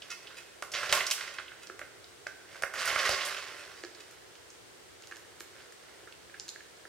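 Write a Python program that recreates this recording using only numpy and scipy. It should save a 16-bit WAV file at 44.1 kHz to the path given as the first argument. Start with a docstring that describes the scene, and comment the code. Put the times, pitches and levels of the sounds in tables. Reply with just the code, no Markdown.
"""A puppy noses a hollow plastic toy truck over the tiles of a hard, fairly live room.
Knocks and creaks ring the truck's shell; twice it rolls off on chattering wheels and coasts to rest.
Treats crack between the puppy's teeth, mostly after the rolling, amid faint scuffling ticks.
Each source is a contact force driving damped resonances; noise echoes give the room.
A soft hiss, separate in the two channels, lies under it all."""
import sys
import numpy as np
from scipy import signal
from scipy.fft import rfft, irfft, next_fast_len
from scipy.io import wavfile

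SR = 44100
rng = np.random.default_rng(int(sys.argv[2]) if len(sys.argv) > 2 else 0)


def transcribe(u):
    """Save the signal u as a 16-bit wav file named by the first command-line argument.

    u: samples, shape (n,) or (channels, n), limited to [-1, 1]; the rate is SR.
    q: integer samples, one column per channel.
    """
    v = np.clip(np.atleast_2d(u).T, -1, 1)
    q = np.round(v * 32767).astype(np.int16)
    wavfile.write(sys.argv[1], SR, q)


N = 303408

# Truck and puppy levels are set ahead of the common gain in scene(); the hiss is added after it.
# The low, middle, upper and top registers: from_hz, to_hz
REGISTERS = [(25, 950), (900, 2500), (2500, 6800), (6800, 15500)]
# Damped modes of the truck's body, the lowest a thud on the floor: mode_hz, width_hz, strength_db
BODY = [(40, 88, -11), (119, 79, -15), (395.7, 12.6, -2.5), (583, 127, 3), (717, 120, -10), (1090, 75, -1),
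        (1410, 195, -1.5), (1593, 280, 0), (1950, 320, -0.5), (2240, 870, -6.5), (2510, 1350, 7.5),
        (3040, 520, -1), (3860, 700, -5.5), (4570, 1030, 3), (5370, 780, 2), (6200, 770, -10),
        (8400, 3600, 10.5), (11000, 4600, -7)]
# Tones of the truck's small loose parts: tone_hz, width_hz, strength_db
PARTS = [(1423, 23, -3), (1843, 41, -6), (2100, 69, -1.5), (2558, 28, 1.5), (2635, 32, -2.5),
         (2950, 54, -3), (3350, 75, -4), (3890, 65, -4), (4796, 91, -0.5), (5740, 110, -2), (6760, 130, -1),
         (8350, 140, -2)]
CUTOFF_HZ = 15800  # top of the sound
SHOVE_ATTACK_S = 0.016
BRISK_DB = -34.5  # level of a brisk roll


def from_db(db):
    """Decibels to amplitude gain."""
    return 10 ** (np.asarray(db) / 20)


def rms_one(x):
    """Scale to rms 1."""
    return x / np.sqrt(np.mean(x ** 2) + 1e-30)


def at_hz(rows, hz):
    """Read each column of a spectrum at the given frequencies, on a logarithmic pitch axis."""
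    row_hz, *columns = np.transpose(rows)
    log_hz = np.log(np.maximum(hz, 1))
    return [np.interp(log_hz, np.log(row_hz), column) for column in columns]


def band(x, edges):
    """Causal band-pass between two edges in Hz."""
    sos = signal.butter(2, edges, "band", fs=SR, output="sos")
    return signal.sosfilt(sos, x + 1e-18)


def resonance(x, hz, width):
    """One damped mode with gain 1 at its peak; the wider it is (Hz), the sooner it dies."""
    r = np.exp(-np.pi * width / SR)
    zeros = np.array([1, 0, -1]) * (1 - r * r) / 2
    poles = [1, -2 * r * np.cos(2 * np.pi * hz / SR), r * r]
    return signal.lfilter(zeros, poles, x + 1e-18)


def ringing(x, modes):
    """Sum of the modes that x sets ringing."""
    return sum(from_db(db) * resonance(x, hz, width) for hz, width, db in modes)


def coloured(x, spectrum, weight=1):
    """Give x a smooth spectrum; weights of opposite sign lean it to one side."""
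    size = next_fast_len(N)
    db, = at_hz(spectrum, np.arange(size // 2 + 1) * SR / size)
    return irfft(rfft(x, size) * from_db(db * np.asarray(weight)), size)[..., :N]


def delayed(x, lag_s):
    """Delay by any time, even a fraction of a sample, by turning the phase of each frequency."""
    size = next_fast_len(N)
    hz = np.arange(size // 2 + 1) * SR / size
    return irfft(rfft(x, size) * np.exp(-2j * np.pi * hz * lag_s), size)[:N]


def surge(s, hold_s, db, fade_db_per_s, attack_s):
    """Power of one push: it swells, holds until hold_s after its start, then dies at a steady rate."""
    t = np.arange(N) / SR - s
    swell = np.clip(t / attack_s, 0, 1)
    faded_db = db - fade_db_per_s * np.maximum(t - hold_s, 0)
    return (swell * from_db(np.maximum(faded_db, -120))) ** 2


def register(force, modes, edges, spread_db=0):
    """The modes of one register answer a force; their strengths vary with the point of contact."""
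    chance = rng.standard_normal(len(modes))
    answer = sum(from_db(db + spread_db * luck) * resonance(force, hz, width)
                 for (hz, width, db), luck in zip(modes, chance) if edges[0] <= hz < edges[1])
    return band(answer, edges)


def evened(force):
    """Give a contact force equal strength at every pitch, so that the struck object alone colours it."""
    return irfft(np.exp(1j * np.angle(rfft(force))), len(force))


def blows(table, modes, click, spread_db, fade, focus_db, thud_hz):
    """Each blow is a click and a short gritty slip, heard as a ring and a low thud."""
    grip_s = 0.00052  # time for the contact to build up
    slip_taper = 0.18  # share of the contact's release that also damps its last grit
    softest_db = 23.5  # softness (dB per octave) against which the low edge of a ring is set
    top_loss_db = 19.5  # a ring ends steeply where its softness has cost it this much
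    t = np.arange(SR // 20) / SR
    out = np.zeros(N + len(t))
    hz, width, mode_db = np.transpose(modes)
    grip = 1 - np.exp(-t / grip_s)
    for s, db, spot_hz, soft_db, thud_db, contact_ms in table:
        release = np.exp(-fade * 1000 * t / contact_ms)
        slip = grip * release * rng.standard_normal(len(t))
        force = evened(click * (t == 0) + slip) * release ** slip_taper
        # modes near the pitch of the struck spot answer best; those above lose soft_db per octave
        octaves = np.log2(hz / spot_hz)
        loss_db = focus_db * np.minimum(abs(octaves), .5) + soft_db * np.maximum(octaves, 0)
        struck = list(zip(hz, width, mode_db - loss_db))
        ring = sum(register(force, struck, edges, spread_db) for edges in REGISTERS[1:])
        # a soft touch stirs little but its own spot, so the ring thins out on both sides of that pitch
        low_hz = spot_hz * np.clip(soft_db / softest_db, .1, .85)
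        high_hz = min(spot_hz * 2 ** (top_loss_db / max(soft_db, 2)), CUTOFF_HZ)
        ring = signal.sosfilt(signal.butter(3, [low_hz, high_hz], "band", fs=SR, output="sos"), ring)
        thud = register(force, modes, (thud_hz, REGISTERS[0][1]), spread_db)
        blow = rms_one(ring) + from_db(thud_db) * rms_one(thud)
        at = max(round(s * SR), 0)
        # the root of 10 refers the level of the 50 ms ring to 5 ms
        out[at:at + len(t)] += from_db(db) * blow / np.sqrt(10)
    return out[:N]


def chatter(shares_db, level_db, per_s, uneven_db, reach):
    """Many tiny contacts each reach only some of the body's modes, so each has its own pitch."""
    lightest_hz = 80  # light contacts stir no mode below this
    at = np.flatnonzero(rng.random(N) < per_s / SR)
    sizes = from_db(uneven_db * np.minimum(rng.exponential(1, N), 4))
    sizes = sizes * rng.choice([-1, 1], N) / np.sqrt(per_s)
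    out = 0
    for edges, share_db in zip(REGISTERS, shares_db):
        rings = 0
        for hz, width, db in BODY:
            if max(edges[0], lightest_hz) <= hz < edges[1]:
                force = np.zeros(N)
                force[at] = sizes[at] * (rng.random(N)[at] < reach)
                rings = rings + from_db(db) * resonance(force, hz, width)
        out = out + from_db(share_db) * rms_one(band(rings, edges))
    return from_db(level_db) * out


def hiss(low_cut_hz=55):
    """The quiet room: steady coloured noise, unrelated in the two channels, its rumble on the left."""
    # spectrum of the hiss: pitch_hz, relative density_db per Hz
    hiss_spectrum = [(35, -44), (60, -15), (231, -12), (360, 1), (497, -1), (559, -4.5), (849, -7.5),
                     (1170, -10), (1290, -7.5), (2200, -9.5), (2470, -12), (3050, -10.5), (6870, -15),
                     (9300, -15), (9900, -22.5), (15500, -27)]
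    # its lean to one side: pitch_hz, left_re_right_db
    hiss_lean = [(100, 26), (220, 6.5), (380, -3), (1300, -1.5), (8000, 1)]
    noise = coloured(rng.standard_normal((2, N)), hiss_spectrum)
    noise = coloured(noise, hiss_lean, [[.5], [-.5]])
    noise = signal.sosfilt(signal.butter(2, low_cut_hz, "high", fs=SR, output="sos"), noise)
    return from_db(-57) * noise / np.std(noise.mean(axis=0))


def room(x, first_echo_s=.006):
    """Dense early echoes off floor and furniture, then a tail that dies sooner in the treble."""
    # the room's ring: pitch_hz, t60_s, level_db, side_re_mid_db
    room_ring = [(60, 0.39, -17, 16), (395, 0.93, -0.5, -8.5), (1500, 0.97, -1.5, -16.5),
                 (3500, 1, -1, -6.5), (6900, 0.58, -3.5, 5), (13800, 0.4, 2, 4)]
    wet_db, early_db = -2.5, 3
    early_t60_s = 0.14  # extra decay of the early echoes, on top of the tail's
    t = np.arange(SR) / SR
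    edges = np.geomspace(40, 17000, 10)
    swell = (t > first_echo_s) * (1 + from_db(early_db - 60 * t / early_t60_s))
    response = 0
    for low, high in zip(edges, edges[1:]):
        t60, db, side_db = at_hz(room_ring, np.sqrt(low * high))
        mid, side = band(rng.standard_normal((2, SR)), [low, high])
        stereo = mid + from_db(side_db) * side * [[1], [-1]]
        response = response + from_db(db - 60 * t / t60) * swell * stereo
    response = response / np.sqrt(np.sum(response ** 2) / 2)
    return from_db(wet_db) * signal.fftconvolve(x[None], response, axes=1)[:, :N]


def scuffle():
    """Loose ticks from plastic, muzzle and claws come in bouts, with fainter fidgeting between them."""
    # bouts of ticks: start_s, hold_s, level_db
    bouts = [(0, 0.4, -58.5), (1.373, 0.28, -68), (2.468, 0.094, -54.5), (3.47, 0.28, -56.5),
             (3.922, 0.16, -61), (4.99, 0.19, -66), (5.5, 0.12, -58.5), (5.786, 0.23, -63)]
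    # share of each register: share_db
    tick_shares = [-8, -0.5, -3, -13]
    attack_s, fade_db_per_s, fidget_db = 0.034, 95, -69
    power = from_db(fidget_db) ** 2 + sum(surge(*bout, fade_db_per_s, attack_s) for bout in bouts)
    return chatter(tick_shares, 10 * np.log10(power), per_s=1100, uneven_db=2.0, reach=.13)


def puppy():
    """Treats crack between the teeth, ringing the jaws, amid bouts of faint scuffle."""
    # teeth and treats: start_s, ring_level_db (rms over 5 ms), crack_pitch_hz,
    # softness_db lost per octave above it, thud_re_ring_db, contact_ms (nominal; fade scales the release)
    bites = [(1.6982, -38.5, 1480, 17, -4.5, 0.91), (3.8369, -40.5, 1600, 17, 0.5, 0.36),
             (3.8371, -45, 4500, 21, -15, 0.48), (3.8486, -46.5, 1600, 16, 0.5, 0.26),
             (3.8489, -46, 4500, 28, -15, 0.82), (3.948, -48, 4260, 18, -21, 1.7),
             (4.1104, -52, 4980, -1, -24, 1.1), (4.354, -52, 2940, 12, -26, 1.1),
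             (5.0225, -51, 5300, 12, -27, 0.71), (5.0355, -51, 2950, 19, -25, 2.8),
             (5.072, -48, 4400, -3, -19, 1), (4.5025, -49, 5870, 20, -8, 2.2),
             (5.112, -44, 1250, 7, -8.5, 1.7), (5.1194, -41, 1330, 15, -14, 3),
             (5.121, -43, 2200, 13, -16, 3.2), (5.1595, -49.5, 2800, 5, -15, 0.55),
             (5.7229, -49.5, 1740, 7, -22, 1.6), (5.1681, -48, 2900, 3, -26, 0.87),
             (5.399, -49, 2500, -9, -17, 2.4), (5.4055, -39.5, 1950, 4.5, -10.5, 1.1),
             (6.03, -59, 1600, 12, 8, 6.7), (6.0732, -46.5, 1430, 30, -8, 1.2),
             (6.124, -48, 2700, 23, -21, 0.64), (6.2952, -51.5, 1850, 22, -4, 2),
             (6.341, -43, 1700, 20, -17, 2.3), (6.3478, -48, 1740, 27, -21, 1.2),
             (6.3978, -37, 5350, 16, -39, 0.79), (6.4806, -43, 3900, 1, -31, 1.4),
             (6.4855, -46, 6000, 4, -28, 3), (6.4904, -36, 4940, 17, -44, 0.9),
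             (6.5594, -43, 1650, 39, -19, 0.54), (6.6051, -48, 1720, 19, -23, 1.4),
             (6.8522, -44.5, 1500, 44, -5.5, 0.65)]
    # resonances of a treat in the jaws: mode_hz, width_hz, strength_db
    jaws = [(350, 51, 10), (443, 84, -5), (1380, 160, -8), (1650, 190, 2.5), (2200, 210, -4),
            (2910, 700, 1), (4280, 900, 2), (5100, 460, -3), (6530, 1600, 11.5), (8240, 1500, -4),
            (11000, 5100, -1)]
    cracks = blows(bites, jaws, click=1.73, spread_db=4.0, fade=0.72, focus_db=10.0, thud_hz=303)
    return scuffle() + cracks


def creaks():
    """Loose parts stick and slip: quick uneven slips swell and fade, ringing most the parts near one pitch."""
    # creaks: start_s, length_s, level_db, pitch_hz, focus_db lost per octave away from it
    creak_table = [(0.096, 0.04, -42.5, 1660, 8), (0.367, 0.027, -46, 2860, 4),
                   (1.334, 0.012, -47, 3180, 1), (1.615, 0.034, -51.5, 5000, 0),
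                   (3.571, 0.054, -52.5, 5270, -4), (3.748, 0.075, -58.5, 4830, 15),
                   (3.995, 0.019, -51, 3960, 8)]
    slips_per_s = 1300
    size = SR // 4
    out = np.zeros(N + size)
    for s, length, db, pitch_hz, focus_db in creak_table:
        swell = np.sin(np.pi * np.minimum(np.arange(size) / SR / length, 1))
        slips = swell * (rng.random(size) < slips_per_s / SR) * rng.standard_normal(size)
        ring = 0
        for hz, width, part_db in PARTS:
            heard_db = part_db - focus_db * abs(np.log2(hz / pitch_hz))
            ring = ring + from_db(heard_db) * rms_one(resonance(slips, hz, width))
        at = round(s * SR)
        # the level is the rms over the creak's own length
        out[at:at + size] += from_db(db) * rms_one(ring) * np.sqrt(length * SR / size)
    return out[:N]


def rattle(level_db, uneven_db=2.0):
    """Shaken by the roll, each loose part ticks at its own moments and rings briefly."""
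    ticks_per_s = 30  # of each part
    rattle_db = -9  # relative to a brisk roll
    follows = 1  # share of the roll's change in level that the rattle follows
    strength = from_db(BRISK_DB + rattle_db + follows * (level_db - BRISK_DB))
    out = 0
    for hz, width, db in PARTS:
        at = np.flatnonzero(rng.random(N) < ticks_per_s / SR)
        ticks = np.zeros(N)
        ticks[at] = strength[at] * from_db(uneven_db * rng.uniform(-1.5, 1, N)[at])
        # even out the loudness for the ring's width and the number of ticks
        evening = SR / np.sqrt(np.pi * width * ticks_per_s * len(PARTS))
        out = out + from_db(db) * resonance(ticks, hz, width) * evening
    return out


def wheels():
    """Shoves set wheels chattering and parts rattling; contacts grow fainter and fewer as the truck slows."""
    # the muzzle shoves the truck, which then coasts: start_s, hold_s, level_db, slowing_db_per_s
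    shoves = [(0.731, 0.23, -38.5, 165), (0.925, 0.048, -32, 152), (1.198, 0.036, -47, 73),
              (2.739, 0.053, -42.5, 101), (2.768, 0.33, -35.5, 199), (2.864, 0.033, -35.5, 250),
              (2.968, 0.034, -34.5, 195), (3.038, 0.019, -32, 128), (3.101, 0.17, -38.5, 44.5)]
    # share of each register: share_db
    roll_shares = [-12.5, -1.5, -4, -16.5]
    brisk_contacts_per_s = 4200
    rate_follows = 0.6  # how closely the contact rate follows the level
    judder_db, judder_hz = 1, (11.4, 68)  # uneven running: rms depth, and band of its rates
    power = sum(surge(*shove, SHOVE_ATTACK_S) for shove in shoves)
    level_db = 10 * np.log10(power + 1e-12)
    per_s = brisk_contacts_per_s * from_db(rate_follows * np.maximum(level_db - BRISK_DB, -20))
    level_db = level_db + judder_db * rms_one(band(rng.standard_normal(N), judder_hz))
    return chatter(roll_shares, level_db, per_s, uneven_db=0.0, reach=.18) + rattle(level_db)


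def rumble():
    """The grain of the tiles, as noise, keeps the hollow wheels droning while the truck runs free."""
    # the long coast: start_s, hold_s (negative: fading already before the start), level_db, fading_db_per_s
    coast = (3.5, -0.13, -60, 22)
    wheel_hz, wheel_width_hz = 374, 110
    drone = resonance(rng.standard_normal(N), wheel_hz, wheel_width_hz)
    drone = resonance(drone, wheel_hz, wheel_width_hz)
    return np.sqrt(surge(*coast, SHOVE_ATTACK_S)) * rms_one(drone)


def truck():
    """All the body's sounds ring its thin panels; knocks also ring its hollow and jolt the loose parts."""
    # blows on the truck: start_s, ring_level_db (rms over 5 ms), spot_pitch_hz,
    # softness_db lost per octave above it, thud_re_ring_db, contact_ms (nominal; fade scales the release)
    knock_table = [(0.0194, -41.5, 3040, 14.5, -19, 2.4), (0.1028, -39, 5700, 18, -32, 3.1),
                   (0.1137, -43, 5550, 16, -30, 3.5), (0.2703, -43.5, 2970, 25, -32, 2.2),
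                   (0.303, -48, 1310, 34, -27, 2.7), (0.6235, -33.5, 1400, 5.5, -7.5, 0.75),
                   (0.7174, -38, 5770, 2, -15, 3.9), (0.7368, -27, 2090, 9.5, -16, 12),
                   (0.8305, -34, 1440, 17, -7, 3.6), (0.8925, -31, 3300, 16, -9, 4.6),
                   (0.915, -35, 4000, 4, -5, 3.4), (0.9254, -18, 2150, 5, -13.5, 1.66),
                   (0.9337, -31, 1120, 11, -16, 2.8), (0.9505, -27.5, 1100, 3, -9, 2),
                   (0.9664, -29.5, 1090, 43, -8, 6.8), (1.0059, -28.5, 2030, 23, -14, 1.6),
                   (1.0662, -28.5, 5720, 12, -32, 2.2), (1.1025, -34, 5800, 5, -23, 0.84),
                   (1.1108, -22, 3240, 2, -33, 2.7), (1.179, -38.5, 1720, 10, -24, 3.8),
                   (1.2072, -33.5, 2050, 10.5, -16, 4.4), (1.275, -37.5, 1980, 9, -18, 3.8),
                   (1.3835, -41, 3320, 41, -27, 2.1), (1.3847, -33.5, 1750, 12, -16.5, 1.7),
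                   (1.3964, -41.5, 1420, 7, -11, 1.5), (1.4793, -46, 2680, 42, -37, 1.6),
                   (1.517, -45, 1600, 26, -13, 1.5), (1.6709, -46.5, 5300, 12, -33, 0.57),
                   (1.7922, -41.5, 1770, 6, -11, 0.96), (1.8139, -38.5, 1670, 17.5, -6.5, 1.7),
                   (2.0433, -49.5, 3830, 32, -16, 0.5), (2.2669, -33.5, 1600, 18, -9.5, 0.78),
                   (2.269, -43.5, 5050, 6, -20, 0.9), (2.5536, -44.5, 1590, 8.5, -8.5, 4.2),
                   (2.6227, -34.5, 1430, 4, -6, 0.68), (2.6353, -40.5, 5500, 7, -8, 0.36),
                   (2.635, -25, 1500, 14.5, -9, 1), (2.7368, -34.5, 1440, 5.5, -15, 2.9),
                   (2.7972, -37, 1620, 2, -22, 2.5), (2.8556, -34, 11000, -3, -26, 1.5),
                   (2.8756, -32.5, 1500, 5, -17, 4.1), (2.8985, -28, 1910, 19, -11, 3.2),
                   (2.9245, -38.5, 1440, 19, -1, 2.1), (2.96, -24.5, 1510, 16, -10.5, 0.7),
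                   (2.9899, -29.5, 2240, 11, -22, 2), (3.053, -26.5, 1950, 7.5, -19, 4.8),
                   (3.0735, -33, 1950, 17, -6, 1.2), (3.0922, -28.5, 3720, 3, 0.5, 0.99),
                   (3.1075, -27, 4200, 13, -7, 22), (3.2088, -31, 2780, 16, -15, 11),
                   (3.2507, -32.5, 5055, -3, -16, 5.7), (3.3684, -39, 2470, 39, -27, 1.6),
                   (3.4824, -49, 5100, 8, -23, 1.8), (3.5219, -48, 1820, 21, -26, 1.8),
                   (3.592, -49, 1800, 13, -9, 1.8), (3.635, -51, 2900, 11, -19, 1.8)]
    # thin panels that ring on: mode_hz, width_hz, strength_db (ahead of panels_db)
    panels = [(584, 5.4, 1), (1035, 8.1, 3), (1165, 12, -6), (1190, 39, 3.5), (1370, 17, -7),
              (1480, 9.2, -12), (1650, 6.4, -7), (2000, 16, -11)]
    # the hollow, which only a knock sets ringing: mode_hz, width_hz, strength_db
    hollow = [(1480, 7.9, -0.5), (1545, 6, 2), (1600, 6.6, 0)]
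    panels_db, jolt_db = -5.5, -2  # how strongly the body rings its panels, and a knock the loose parts
    knocks = blows(knock_table, BODY, click=3.3, spread_db=2.5, fade=0.35, focus_db=31.5, thud_hz=30)
    body = wheels() + rumble() + knocks + creaks()
    panel_ring = from_db(panels_db) * ringing(body, panels)
    jolted_parts = from_db(jolt_db) * ringing(knocks, PARTS)
    return body + panel_ring + jolted_parts + ringing(knocks, hollow)


def scene(stride_hz=0.8015):
    """Truck and puppy, mostly a little to the right; as they move, two echo patterns trade places."""
    # where the truck stands: pitch_hz, left_re_right_db
    place = [(110, 1), (220, -1.5), (400, -5), (800, -6), (4400, -4.5), (8000, -2.5), (15000, 2.5)]
    puppy_left_db = 0.5  # the puppy's direct sound stands this much left of the truck
    right_lag_s = 2.4e-5  # the right microphone hears truck, puppy and echoes this much later
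    toy, dog = truck(), puppy()
    turn = 2 * np.pi * stride_hz * np.arange(N) / SR
    echoes = room((toy + dog) * np.cos(turn)) + room((toy + dog) * np.sin(turn))
    direct = toy + dog * from_db(puppy_left_db * np.array([[.5], [-.5]]))
    left, right = coloured(direct + echoes, place, [[.5], [-.5]])
    return from_db(-1.06) * np.array([left, delayed(right, right_lag_s)]) + hiss()


def record(dry):
    """A steep low-pass cuts off the top."""
    return signal.sosfilt(signal.ellip(10, .1, 80, CUTOFF_HZ, fs=SR, output="sos"), dry)


dry = scene()
out = record(dry)
transcribe(out)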